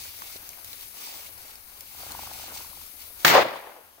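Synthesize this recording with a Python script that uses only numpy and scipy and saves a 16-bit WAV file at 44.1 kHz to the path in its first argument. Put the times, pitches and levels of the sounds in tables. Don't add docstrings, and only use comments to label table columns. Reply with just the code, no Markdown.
import sys
import numpy as np
from scipy import signal
from scipy.fft import rfft, irfft
from scipy.io import wavfile
from scipy.ndimage import uniform_filter1d

SR = 44100
rng = np.random.default_rng(int(sys.argv[2]) if len(sys.argv) > 2 else 0)


def log_audio(samples):
    frames = np.atleast_2d(samples).T
    limited = np.clip(frames, -1, 1)
    pcm = np.round(limited * 32767).astype(np.int16)
    wavfile.write(sys.argv[1], SR, pcm)


N = 176400
SHOT_S = 3.2475

# time_s, level_db, mids_level_db
RUSTLE_BEFORE = [(0.0, -47, -63), (0.05, -47.5, -60), (0.12, -52, -63), (0.37, -48, -60.5),
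                 (0.38, -58, -63.5), (0.47, -54, -59.5), (0.64, -58.5, -61), (0.64, -54.5, -63),
                 (0.73, -52.5, -62.5), (0.73, -46, -61), (0.75, -54, -64.5), (0.83, -51.5, -62.5),
                 (0.9, -58, -68), (1.02, -46, -59.5), (1.16, -47.5, -59), (1.28, -52, -62), (1.3, -59, -63),
                 (1.5, -53, -62), (1.61, -61, -66), (1.77, -57.5, -64), (1.95, -54, -66.5),
                 (2.0, -48.5, -57), (2.14, -49.5, -56.5), (2.26, -46, -58), (2.28, -50.5, -59.5),
                 (2.46, -46.5, -58), (2.51, -53, -53.5), (2.56, -45, -58), (2.73, -56.5, -65),
                 (2.82, -52, -64.5), (2.96, -58.5, -65.5), (3.02, -50.5, -63.5), (3.14, -60.5, -64),
                 (3.22, -49, -58)]
RUSTLE_AFTER = [(3.3, -51, -52), (3.6, -54, -58), (3.8, -58.5, -55.5), (4.0, -59, -62)]
RUSTLE_ROWS = RUSTLE_BEFORE + RUSTLE_AFTER


def gain_of(db):
    return 10 ** (np.asarray(db) / 20)


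def evened(x):
    return x / np.sqrt(np.mean(x ** 2) + 1e-20)


def read(points, hz):
    f, value = np.transpose(points)
    return np.interp(np.log(hz + 1), np.log(f + 1), value)


def level(rows, axis=1):
    rows = np.array(rows, float)
    return gain_of(np.interp(np.arange(N) / SR, rows[:, 0], rows[:, axis], left=-150))


def level_from_shot(rows):
    return level([(SHOT_S, rows[0][1])] + rows)


def until_last(rows):
    return np.arange(N) < rows[-1][0] * SR


def add(mix, s, sound, lag=0, right_db=0):
    for side, (at, db) in enumerate([(round(s * SR) + lag, 0), (round(s * SR), right_db)]):
        part = mix[side, at:][:len(sound)]
        part += gain_of(db) * sound[:len(part)]


def field(colour, same, lag, patchy_db, flicker_db, size=256, loss=None):
    frames = 4 * N // size + 8
    hz = np.fft.rfftfreq(size, 1 / SR)[:, None]
    a, b, c, d, patches = rng.standard_normal((frames, len(hz), 5)).T
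    patches = uniform_filter1d(patches, size=5, axis=0)
    patches = evened(uniform_filter1d(patches, size=24, axis=1))
    flicker = evened(uniform_filter1d(rng.exponential(1, frames) - 1, size=3))
    same = np.clip(same, 0, 1)
    shared, own = a + 1j * b, c + 1j * d
    left = shared * np.exp(-2j * np.pi * hz * lag / SR)
    right = same * shared + np.sqrt(1 - same ** 2) * own
    z = np.array([left, right])
    z = z * gain_of(read(colour, hz) + patchy_db * patches + flicker_db * flicker)
    norm = np.std(signal.istft(z, nperseg=size, noverlap=3 * size // 4)[1])
    if loss:
        since_shot = np.maximum(np.arange(frames) * size / 4 / SR - SHOT_S, 0)
        z = z * gain_of(-read(loss, hz) * since_shot)
    return signal.istft(z / norm, nperseg=size, noverlap=3 * size // 4)[1][:, :N]


def burst(hz, half_s, glide):
    t = np.arange(-3 * half_s, 3 * half_s, 1 / SR)
    bell = np.exp(-.5 * (t / half_s) ** 2)
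    return bell * np.sin(2 * np.pi * hz * (t + glide * t ** 2 / (2 * half_s)))


def grass():
    # pitch_hz, density_db_per_hz
    treble_colour = [(1000, -28), (1700, -21), (1870, -9.5), (2150, 0), (2850, -1.5), (4070, -1),
                     (7480, -2), (9290, 0), (12100, -16.5), (15000, 3.5), (16000, -7)]
    mids_colour = [(76, -47), (130, -12.5), (286, -4), (326, -0.5), (367, -8), (537, -2.5), (756, -1),
                   (1730, -2.5), (2280, -7.5), (3000, -7.5), (3900, -23), (6600, -120)]
    treble = field(treble_colour, 0.36, -21, patchy_db=1.0, flicker_db=1.18, size=512)
    mids = field(mids_colour, 0.56, -10, patchy_db=1.25, flicker_db=1.37, size=512)
    return gain_of(7.5) * level(RUSTLE_ROWS) * treble + gain_of(9) * level(RUSTLE_ROWS, axis=2) * mids


def wind():
    # pitch_hz, density_db_per_hz
    wind_colour = [(12, -32), (20, 1), (27, -8), (50, -2.5), (76, 2), (96, -3.5), (135, -17), (250, -15),
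                   (320, -38), (550, -120)]
    return gain_of(-62) * field(wind_colour, 0.7, -10, patchy_db=3, flicker_db=-1.0, size=2048)


def crackle():
    clicks_per_s, spread_db = 400, 4.5
    happens = rng.random(N) < clicks_per_s / SR
    size = gain_of(spread_db * np.minimum(rng.exponential(1, N), 2.6)) * happens
    kind = rng.integers(0, 8, N)
    t = np.arange(200) / SR
    out = np.zeros(N + 20)
    for k, tick in enumerate(rng.standard_normal((8, 200))):
        out[:N] += signal.oaconvolve(size * (kind == k), tick * np.exp(-t / .0007))[:N]
    sides = np.array([out[:N], np.roll(out, 20)[:N]])
    return gain_of(1.5) * level(RUSTLE_ROWS) * sides


def snaps():
    # start_s, ring_db (before the trim below), pitch_hz, tick_db, length_s (sets the fade)
    snap_rows = [(.189, -36, 5900, -37, .002), (0.2207, -23.5, 1130, -44, 0.0035),
                 (.36, -30, 596, -44, 0.0025), (0.364, -31, 3920, -51, .003),
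                 (.4915, -28.5, 6360, -30, 0.0025), (0.533, -36, 2270, -40, .002),
                 (0.646, -36, 3920, -28.5, 0.0029), (.7312, -28.5, 4040, -34, 0.003),
                 (0.81, -36, 3900, -35, .004), (1.073, -32, 915, -46, 0.0042),
                 (1.379, -42, 5030, -42, 0.0036), (1.556, -38, 5190, -33, .002),
                 (1.7759, -45, 3650, -42, .002), (1.8084, -47, 5190, -28.5, 0.0032),
                 (2.12, -27, 4260, -26, 0.0023)]
    out, t = np.zeros((2, N)), np.arange(900) / SR
    noises = rng.standard_normal((len(snap_rows), 2, 900))
    for (s, ring_db, hz, tick_db, length), noise in zip(snap_rows, noises):
        fade = np.exp(-t / max(length, 1e-4) * 1.4)
        wobble = 0.33 * evened(uniform_filter1d(noise[0], size=30))
        ring = gain_of(ring_db - 1.5) * np.sin(2 * np.pi * hz * t + wobble)
        tick = gain_of(tick_db) * np.diff(noise[1], prepend=0)
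        add(out, s, fade * (ring + tick), lag=-18)
    return out


def wing_claps():
    # time_s, peak_db (before the boost below), pitch_hz
    beat_rows = [(1.949, -46.5, 805), (2.003, -43.5, 855), (2.034, -38.5, 676), (2.065, -39.5, 695),
                 (2.107, -37.5, 950), (2.15, -32.5, 905), (2.192, -31, 880), (2.234, -37.5, 820),
                 (2.274, -37, 865), (2.314, -36, 800), (2.356, -44, 795), (2.398, -39, 805),
                 (2.44, -37, 785), (2.482, -43, 776), (2.522, -39, 840), (2.564, -39, 855),
                 (2.606, -39, 945), (2.647, -41.5, 1000), (2.69, -61, 958), (2.731, -45, 1020),
                 (2.772, -46, 830), (2.814, -46, 977), (2.861, -53, 1280)]
    clap_s = .0012
    out = np.zeros((2, N))
    for s, db, hz in beat_rows:
        add(out, s - 2 * clap_s, gain_of(db + 2.5) * burst(hz, clap_s, glide=-0.051), lag=-6)
    return out


def wing_air():
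    # time_s, level_db
    hum_rows = [(1.9, -67), (2.1, -52.5), (2.412, -57), (2.428, -58.5), (2.698, -59.5), (2.73, -68),
                (2.784, -58.5), (2.868, -74), (2.9, -59)]
    # multiple of the beat rate, relative_level_db
    orders = [(2, -3), (3, 2.5), (4, -7.5), (5, -4), (6, -17.5)]
    # pitch_hz, density_db_per_hz
    flutter_colour = [(88, -35), (150, -12), (216, -20), (255, -1), (409, -13.5), (674, -5.5), (1500, -3),
                      (1950, -33), (3300, -120)]
    beat_hz, flutter_depth = 25.2, 0.64
    t = np.arange(N) / SR
    turn = 2 * np.pi * beat_hz * (t - 2.15)
    wobble = 0.64 * evened(uniform_filter1d(rng.standard_normal((len(orders), N)), size=3000))
    hum = sum(gain_of(db) * np.cos(k * turn + w) for (k, db), w in zip(orders, wobble))
    throb = 1 + flutter_depth * np.cos(turn)
    air = throb * field(flutter_colour, 1.0, -1.5, patchy_db=3, flicker_db=-1, size=512)
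    return level(hum_rows) * until_last(hum_rows) * (evened(hum) + air)


def pressure_wave():
    blast_s, blast_db = 0.00042, 9.5
    out, u = np.zeros((2, N)), np.arange(400) / SR / blast_s
    add(out, SHOT_S, -gain_of(blast_db) * np.minimum(u * 4, 1) * (1 - u) * np.exp(-u), right_db=-10)
    return out


def crack():
    # side (whole part; 0 left, 1 right), length_s, level_db
    crack_rows = [(0, 0.0095, 1.5), (1.004, 0.00494, 8)]
    centre_hz, width_hz = 1530, 900
    out, t, at = np.zeros((2, N)), np.arange(600) / SR, round(SHOT_S * SR)
    band = signal.butter(1, [centre_hz - width_hz / 2, centre_hz + width_hz / 2], "band", fs=SR)
    for (side, length, db), noise in zip(crack_rows, rng.standard_normal((2, 1200))):
        ring = np.tanh(1.1 * evened(signal.lfilter(*band, noise)[600:]))
        shape = np.clip((length - t) / 0.00067, 0, 1) * np.minimum(t / 0.0015, 1)
        out[int(side), at:at + 600] += gain_of(db) * ring * shape
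    return out


def grass_scatter():
    # time_s, level_db
    near_rows = [(3.25, -18), (3.274, -17), (3.324, -18), (3.334, -20.5), (3.346, -18.5), (3.422, -25.5),
                 (3.44, -35), (3.7, -55), (3.784, -65), (4.0, -81)]
    bright_rows = [(3.25, -24), (3.278, -23), (3.334, -34.5), (3.348, -31.5), (3.514, -58), (3.564, -60),
                   (3.6, -60)]
    # pitch_hz, density_db_per_hz
    near_colour = [(210, -42), (350, -10.5), (450, -8), (647, -4.5), (896, -2.5), (1110, -7), (1410, -6.5),
                   (2050, -3), (2440, -9), (4810, -13), (5730, -15.5), (7000, -18.5), (9100, -50),
                   (15400, -120)]
    bright_colour = [(3820, -42), (6500, -9), (8620, -7.5), (9950, -14), (13500, -6.5), (15100, -8),
                     (16000, -4)]
    # pitch_hz, loss_db_per_s
    air_loss = [(1000, 10), (2500, -9.5), (4000, 3), (7000, 49)]
    near = field(near_colour, 0.17, -19.5, patchy_db=1, flicker_db=1.5, size=128, loss=air_loss)
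    bright = field(bright_colour, 0.16, -19.5, patchy_db=3.5, flicker_db=-2.5, size=128)
    bright_gain = gain_of(14) * level_from_shot(bright_rows) * until_last(bright_rows)
    return gain_of(10.5) * level_from_shot(near_rows) * near + bright_gain * bright


def boom():
    # time_s, level_db
    boom_rows = [(3.25, -29), (3.328, -28.5), (3.342, -53), (3.4, -40), (3.434, -63), (3.462, -44),
                 (3.572, -59), (3.592, -66), (3.7, -69)]
    # pitch_hz, density_db_per_hz
    boom_colour = [(40, -38), (80, -28), (115, -2), (150, -1.5), (200, -17), (250, -2.5), (320, 3),
                   (400, -18), (520, -36), (880, -120)]
    roll = field(boom_colour, 0.91, 8, patchy_db=-3, flicker_db=3, size=2048)
    return gain_of(8) * level_from_shot(boom_rows) * until_last(boom_rows) * roll


def tree_echoes():
    # time_s, level_db
    tree_rows = [(3.3, -34), (3.332, -20), (3.336, -19.5), (3.38, -13), (3.426, -21.5), (3.436, -33.5),
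                 (3.458, -26.5), (3.474, -33.5), (3.572, -37.5), (3.59, -44.5), (3.794, -52.5),
                 (3.896, -68), (3.974, -70), (3.986, -53), (4.0, -65)]
    # pitch_hz, density_db_per_hz
    tree_colour = [(120, -46.5), (220, -52), (320, -10.5), (600, 1), (900, -3), (1250, -5.5), (1450, -11),
                   (2300, -20), (3500, -21), (6600, -100)]
    # time_s, peak_db (before the boost below), pitch_hz
    trunk_rows = [(3.337, -17, 700), (3.368, -9, 610), (3.38, -5, 716), (3.393, -8, 570), (3.422, -30, 610),
                  (3.455, -20.5, 625), (3.518, -30, 660), (3.54, -27.5, 630), (3.558, -26.5, 1020),
                  (3.674, -48, 773), (3.763, -40.5, 880)]
    rise = [(tree_rows[0][0] - .02, -50)]
    clumps = field(tree_colour, 0.44, -1.2, patchy_db=1.05, flicker_db=2, size=384)
    out = gain_of(9) * level(rise + tree_rows) * clumps
    for s, db, hz in trunk_rows:
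        add(out, s - .003, gain_of(db + 7.5) * burst(hz, 0.001334, glide=-0.055), lag=-2)
    return out


def shot():
    out = pressure_wave() + crack() + grass_scatter() + boom() + tree_echoes()
    return signal.sosfilt(signal.butter(3, 81, "high", fs=SR, output="sos"), out)


def scene():
    return grass() + wind() + crackle() + snaps() + wing_claps() + wing_air() + shot()


def microphone_hiss():
    # time_s, level_db
    hiss_rows = [(0.0, -52), (0.36, -52), (0.48, -53), (0.82, -51.5), (1.38, -52.5), (1.54, -56),
                 (1.84, -54), (2.0, -52), (2.94, -51.5), (3.25, -52), (3.4, -55), (3.53, -51.5),
                 (3.68, -52), (4.0, -57.5)]
    # pitch_hz, density_db_per_hz
    hiss_colour = [(1500, -51), (2000, -15), (2300, -13), (2600, -32), (4000, -12), (6000, -13),
                   (8000, -14), (9500, -1.5), (11000, -0.5), (13000, 1.5), (16000, -3.5)]
    # middle_s, width_s (one standard deviation), change_db
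    dip_rows = [(1.12, 0.01, -19), (2.445, 0.013, -18.5)]
    t = np.arange(N) / SR
    dips = sum(db * np.exp(-.5 * ((t - s) / w) ** 2) for s, w, db in dip_rows)
    noise = field(hiss_colour, 0, 0, patchy_db=-0.5, flicker_db=.5, size=512)[0]
    return gain_of(11 + dips) * level(hiss_rows) * noise


def right_microphone(x):
    # pitch_hz, gain_db
    right_colour = [(60, -1.5), (300, -2), (1500, -2.5), (3000, -3), (5000, 2), (7000, -4.5), (8500, -24.5),
                    (11500, -9.5), (13500, -3.5), (15500, 3)]
    hz = np.fft.rfftfreq(N, 1 / SR)
    return irfft(rfft(x) * gain_of(read(right_colour, hz)), N)


def gain_control(x):
    over_limit_db, share, recover_db_per_s = -25, 0.27, .5
    power_db = 10 * np.log10(abs(uniform_filter1d((x ** 2).mean(0), size=90)) + 1e-12)
    fall = np.arange(N) / SR * recover_db_per_s
    peak_db = np.maximum.accumulate(power_db + fall) - fall
    over_db = np.maximum(peak_db - over_limit_db, 0)
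    return x / gain_of(share * uniform_filter1d(over_db, size=40))


def top_cut(x):
    return signal.sosfilt(signal.butter(12, 16800, fs=SR, output="sos"), x)


def record(dry):
    x = np.array([dry[0] + microphone_hiss(), right_microphone(dry[1])])
    x = np.tanh(gain_control(x))
    low_pass = signal.firwin(1023, 15850, window=("kaiser", 9), fs=SR)
    x = signal.oaconvolve(x, low_pass[None], "same")
    return top_cut(x)


dry = scene()
out = record(dry)
log_audio(out)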